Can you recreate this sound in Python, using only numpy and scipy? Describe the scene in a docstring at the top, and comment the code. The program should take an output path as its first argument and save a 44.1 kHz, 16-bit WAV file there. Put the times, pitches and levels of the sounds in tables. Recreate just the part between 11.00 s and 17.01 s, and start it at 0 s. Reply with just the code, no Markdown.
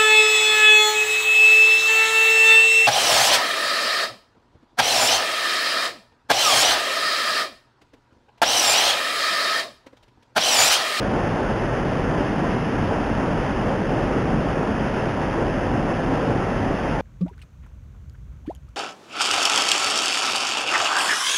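"""Rushing ditch water

Water rushes steadily through an open ditch channel: a low churn, roaring rapids and hissing foam.
The rush is noise in flickering bands, the bubbles are a dense crowd of short rising rings, and the
hollow boom of the channel is narrow resonant noise. The banks add a short faint echo.
A small mono camera with a low sample rate dulls the sound and adds a thin glassy hiss."""
import sys
import numpy as np
from scipy import signal
from scipy.fft import rfft, irfft
from scipy.io import wavfile

SR = 44100
rng = np.random.default_rng(int(sys.argv[2]) if len(sys.argv) > 2 else 0)


def store_pcm(level_fs):
    """Save levels as 16-bit WAV."""
    pcm = np.round(np.clip(level_fs, -1, 1) * 32767).astype(np.int16)
    wavfile.write(sys.argv[1], SR, np.atleast_2d(pcm).T)


N = 265041
TIME = np.arange(N) / SR
BINS = np.maximum(np.arange(N // 2 + 1), 1) * SR / N  # spectrum frequencies in Hz, kept above zero
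CAMERA_HZ = 8000  # sample rate of the camera


def undb(db):
    """Decibels to gain."""
    return 10 ** (np.asarray(db) / 20)


def level(x, db):
    """The sound at a given rms level."""
    return x * undb(db) / np.sqrt(np.mean(x ** 2))


def noise(gain):
    """Noise with the given gain at each frequency."""
    return irfft(rfft(rng.standard_normal(N)) * gain, N)


def walk(rate_hz):
    """A smooth random drift of rms 1, made of noise mostly slower than rate_hz."""
    return level(noise(np.exp(-(BINS / rate_hz) ** 2)), 0)


def water_gain(hz):
    """Colour of the turbulent flow: its gain at each frequency, dying away below the lowest point."""
    # spectrum of the flow: pitch_hz, relative_level_db
    flow_colour = [(12, -20), (22, -8), (60, -7.5), (80, -5), (130, -2.5), (300, -3), (580, -5.5),
                   (800, -7.5), (1000, -11), (1170, -14.2), (1790, -14.5), (2070, -20.5), (2330, -22),
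                   (2700, -20), (3130, -23.5), (3500, -29.5), (3780, -32), (4000, -32)]
    points_hz, points_db = np.transpose(flow_colour)
    colour_db = np.interp(np.log(hz), np.log(points_hz), points_db)
    return undb(colour_db) * np.minimum(hz / points_hz[0], 1)


def surges(rise_s=0.088, fall_s=0.11, drift_hz=3.4):
    """Swells in dB: plunging water moves churn, gurgle and rapids; the foam follows its own curve."""
    # plunges of water, negative where a layer dips: crest_s, churn_swell_db, gurgle_swell_db, rapids_swell_db
    plunges = [(0.19, 1, 3, 3.5), (0.42, 1, 2.5, 1.5), (0.89, 2.2, 2, 0), (1.17, 2.8, 2.3, 2.5),
               (1.41, 4.5, 1, 0.5), (1.62, 3.2, -2, 0), (1.82, 4, -1.5, 0), (1.94, -1, 0.5, 2),
               (2.18, 1.8, -2, 1), (2.7, 4, 1, 1), (2.83, 0, 3, -0.5), (2.98, 1.5, 4, 2.5),
               (3.17, 3.5, 4.5, -0.5), (3.33, 5.5, 0, 0.5), (3.63, 1, 1.7, 1), (3.84, 1.5, 0, -1),
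               (4.39, 0, 5.5, 1), (4.56, 0, 2, -2), (4.77, 3.8, 2, 1), (4.9, -1.5, 2.3, 2),
               (5.15, 1.5, 4, 2), (5.31, 4, 3.5, 1), (5.62, 4, .3, 0)]
    # swell of the foam before its random drift: time_s, swell_db
    foam_swell = [(0, 0.4), (0.7, 0.4), (1.4, 0.1), (1.8, 0.8), (2.15, -0.2), (2.5, 1), (2.85, -1),
                  (3.0, 0.4), (3.25, -.7), (3.9, 0.2), (4.75, -0.8), (4.95, 0.2), (5.4, -.4), (6.0, 0.2)]

    # starting balance; gurgle and rapids share one random drift
    drift_db = 0.18 * walk(drift_hz)
    churn_db = 1.42
    gurgle_db = -0.22 + drift_db
    rapids_db = -0.13 + drift_db
    for crest_s, churn_swell_db, gurgle_swell_db, rapids_swell_db in plunges:
        swell = np.interp(TIME - crest_s, [-rise_s, 0, fall_s], [0, 1, 0])
        churn_db = churn_db + churn_swell_db * swell
        gurgle_db = gurgle_db + gurgle_swell_db * swell
        rapids_db = rapids_db + rapids_swell_db * swell

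    foam_db = np.interp(TIME, *np.transpose(foam_swell)) + 0.07 * walk(drift_hz)
    return churn_db, gurgle_db, rapids_db, foam_db


def rush(churn_db, gurgle_db, rapids_db, foam_db, flicker_db=0.63, flicker_hz=14.0, count=18, rush_db=-22):
    """Turbulence in half-octave bands: big eddies sound low, foam high, and each size flickers alone."""
    octaves = np.linspace(np.log2(10), np.log2(CAMERA_HZ / 2), count)
    colour = water_gain(BINS)
    # the deepest rumble flickers but has no surge
    swells_db = (0, churn_db, gurgle_db, rapids_db, foam_db)
    edges_hz = [70, 300, 600, 1000]  # where each swell gives way to the next

    out = 0
    for octave, share in zip(octaves, np.eye(count)):
        # neighbouring bands crossfade in power
        crossfade = np.sqrt(np.interp(np.log2(BINS), octaves, share))
        band = noise(colour * crossfade)
        swell_db = swells_db[np.searchsorted(edges_hz, 2 ** octave)]
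        out = out + band * undb(swell_db + flicker_db * walk(flicker_hz))
    return level(out, rush_db)


def bubbles(foam_db, low_hz=378.0, high_hz=3307.0, cycles=13.0, glide=0.025, spread_db=17, count=3200,
            bubbles_db=-38):
    """Trapped air rings briefly; the pitch of each bubble climbs as it nears the surface."""
    out = np.zeros(N)
    for when, smallness, distance, life in rng.random((count, 4)):
        hz = low_hz * (high_hz / low_hz) ** smallness
        decay_s = cycles * (.5 + life) / hz  # small bubbles die sooner
        start = int(when * N)
        t = TIME[:min(int(5 * decay_s * SR), N - start)]

        # the pitch rises by the share glide in each decay time
        phase = 2 * np.pi * hz * t * (1 + glide * t / decay_s / 2)
        ring = np.sin(phase) * np.exp(-t / decay_s)
        # strength grows with pitch, follows the colour of the flow and fades with distance
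        strength = hz * water_gain(hz) * undb(-spread_db * distance)
        out[start:start + len(t)] += ring * strength
    return level(out * undb(foam_db), bubbles_db)


def banks(x, decay_s=0.027, echo_db=-19):
    """The banks of the ditch scatter a short faint echo, which ripples the colour of the rush."""
    tail = rng.standard_normal(N) * np.exp(-TIME / decay_s)
    echo = signal.fftconvolve(x, tail / np.linalg.norm(tail))[:N]
    return x + undb(echo_db) * echo


def hollow(hz, width_hz, wander=0.04, wander_hz=2.004):
    """One resonance stirred by turbulence; its pitch wanders as the water heaves."""
    ring = noise(1 / (1 + (2 * (BINS - hz) / width_hz) ** 2))
    # reading the ring at an uneven speed bends its pitch; wander is the rms share
    place = np.cumsum(1 + wander * walk(wander_hz))
    return np.interp(place % N, np.arange(N), ring)


def boom(churn_db):
    """The tumbling water keeps the hollow resonances of the channel ringing."""
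    # channel resonances: centre_hz, width_hz, rms_level_db (before any swell)
    resonances = [(45, 17, -35), (111.3, 31, -40.5), (156, 23, -41), (221.5, 45, -41)]
    rings = [level(hollow(hz, width_hz), db) for hz, width_hz, db in resonances]
    # the deepest one has no swell, the others swell with the churning
    return rings[0] + sum(rings[1:]) * undb(churn_db)


def scene():
    """Rushing water and its bubbles between the banks, and the boom of the channel."""
    churn_db, gurgle_db, rapids_db, foam_db = surges()
    water = rush(churn_db, gurgle_db, rapids_db, foam_db) + bubbles(foam_db)
    return (banks(water) + boom(churn_db))[None]


def record(dry, oversample=4, top_hz=10950):
    """The camera joins its slow samples by straight lines, mirroring the sound faintly into the treble."""
    coarse = signal.resample_poly(dry[0], CAMERA_HZ, SR, window=("kaiser", 2))
    # draw the lines at a higher rate, then return to the output rate
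    fine_time = np.arange(N * oversample) / (SR * oversample)
    joined = np.interp(fine_time, np.arange(len(coarse)) / CAMERA_HZ, coarse)
    mirrored = signal.resample_poly(joined, 1, oversample)
    # steep treble cutoff: 0.1 dB ripple below it, 80 dB down above
    top = signal.ellip(12, .1, 80, top_hz, fs=SR, output="sos")
    return signal.sosfilt(top, mirrored)[None]


dry = scene()
out = record(dry)
store_pcm(out)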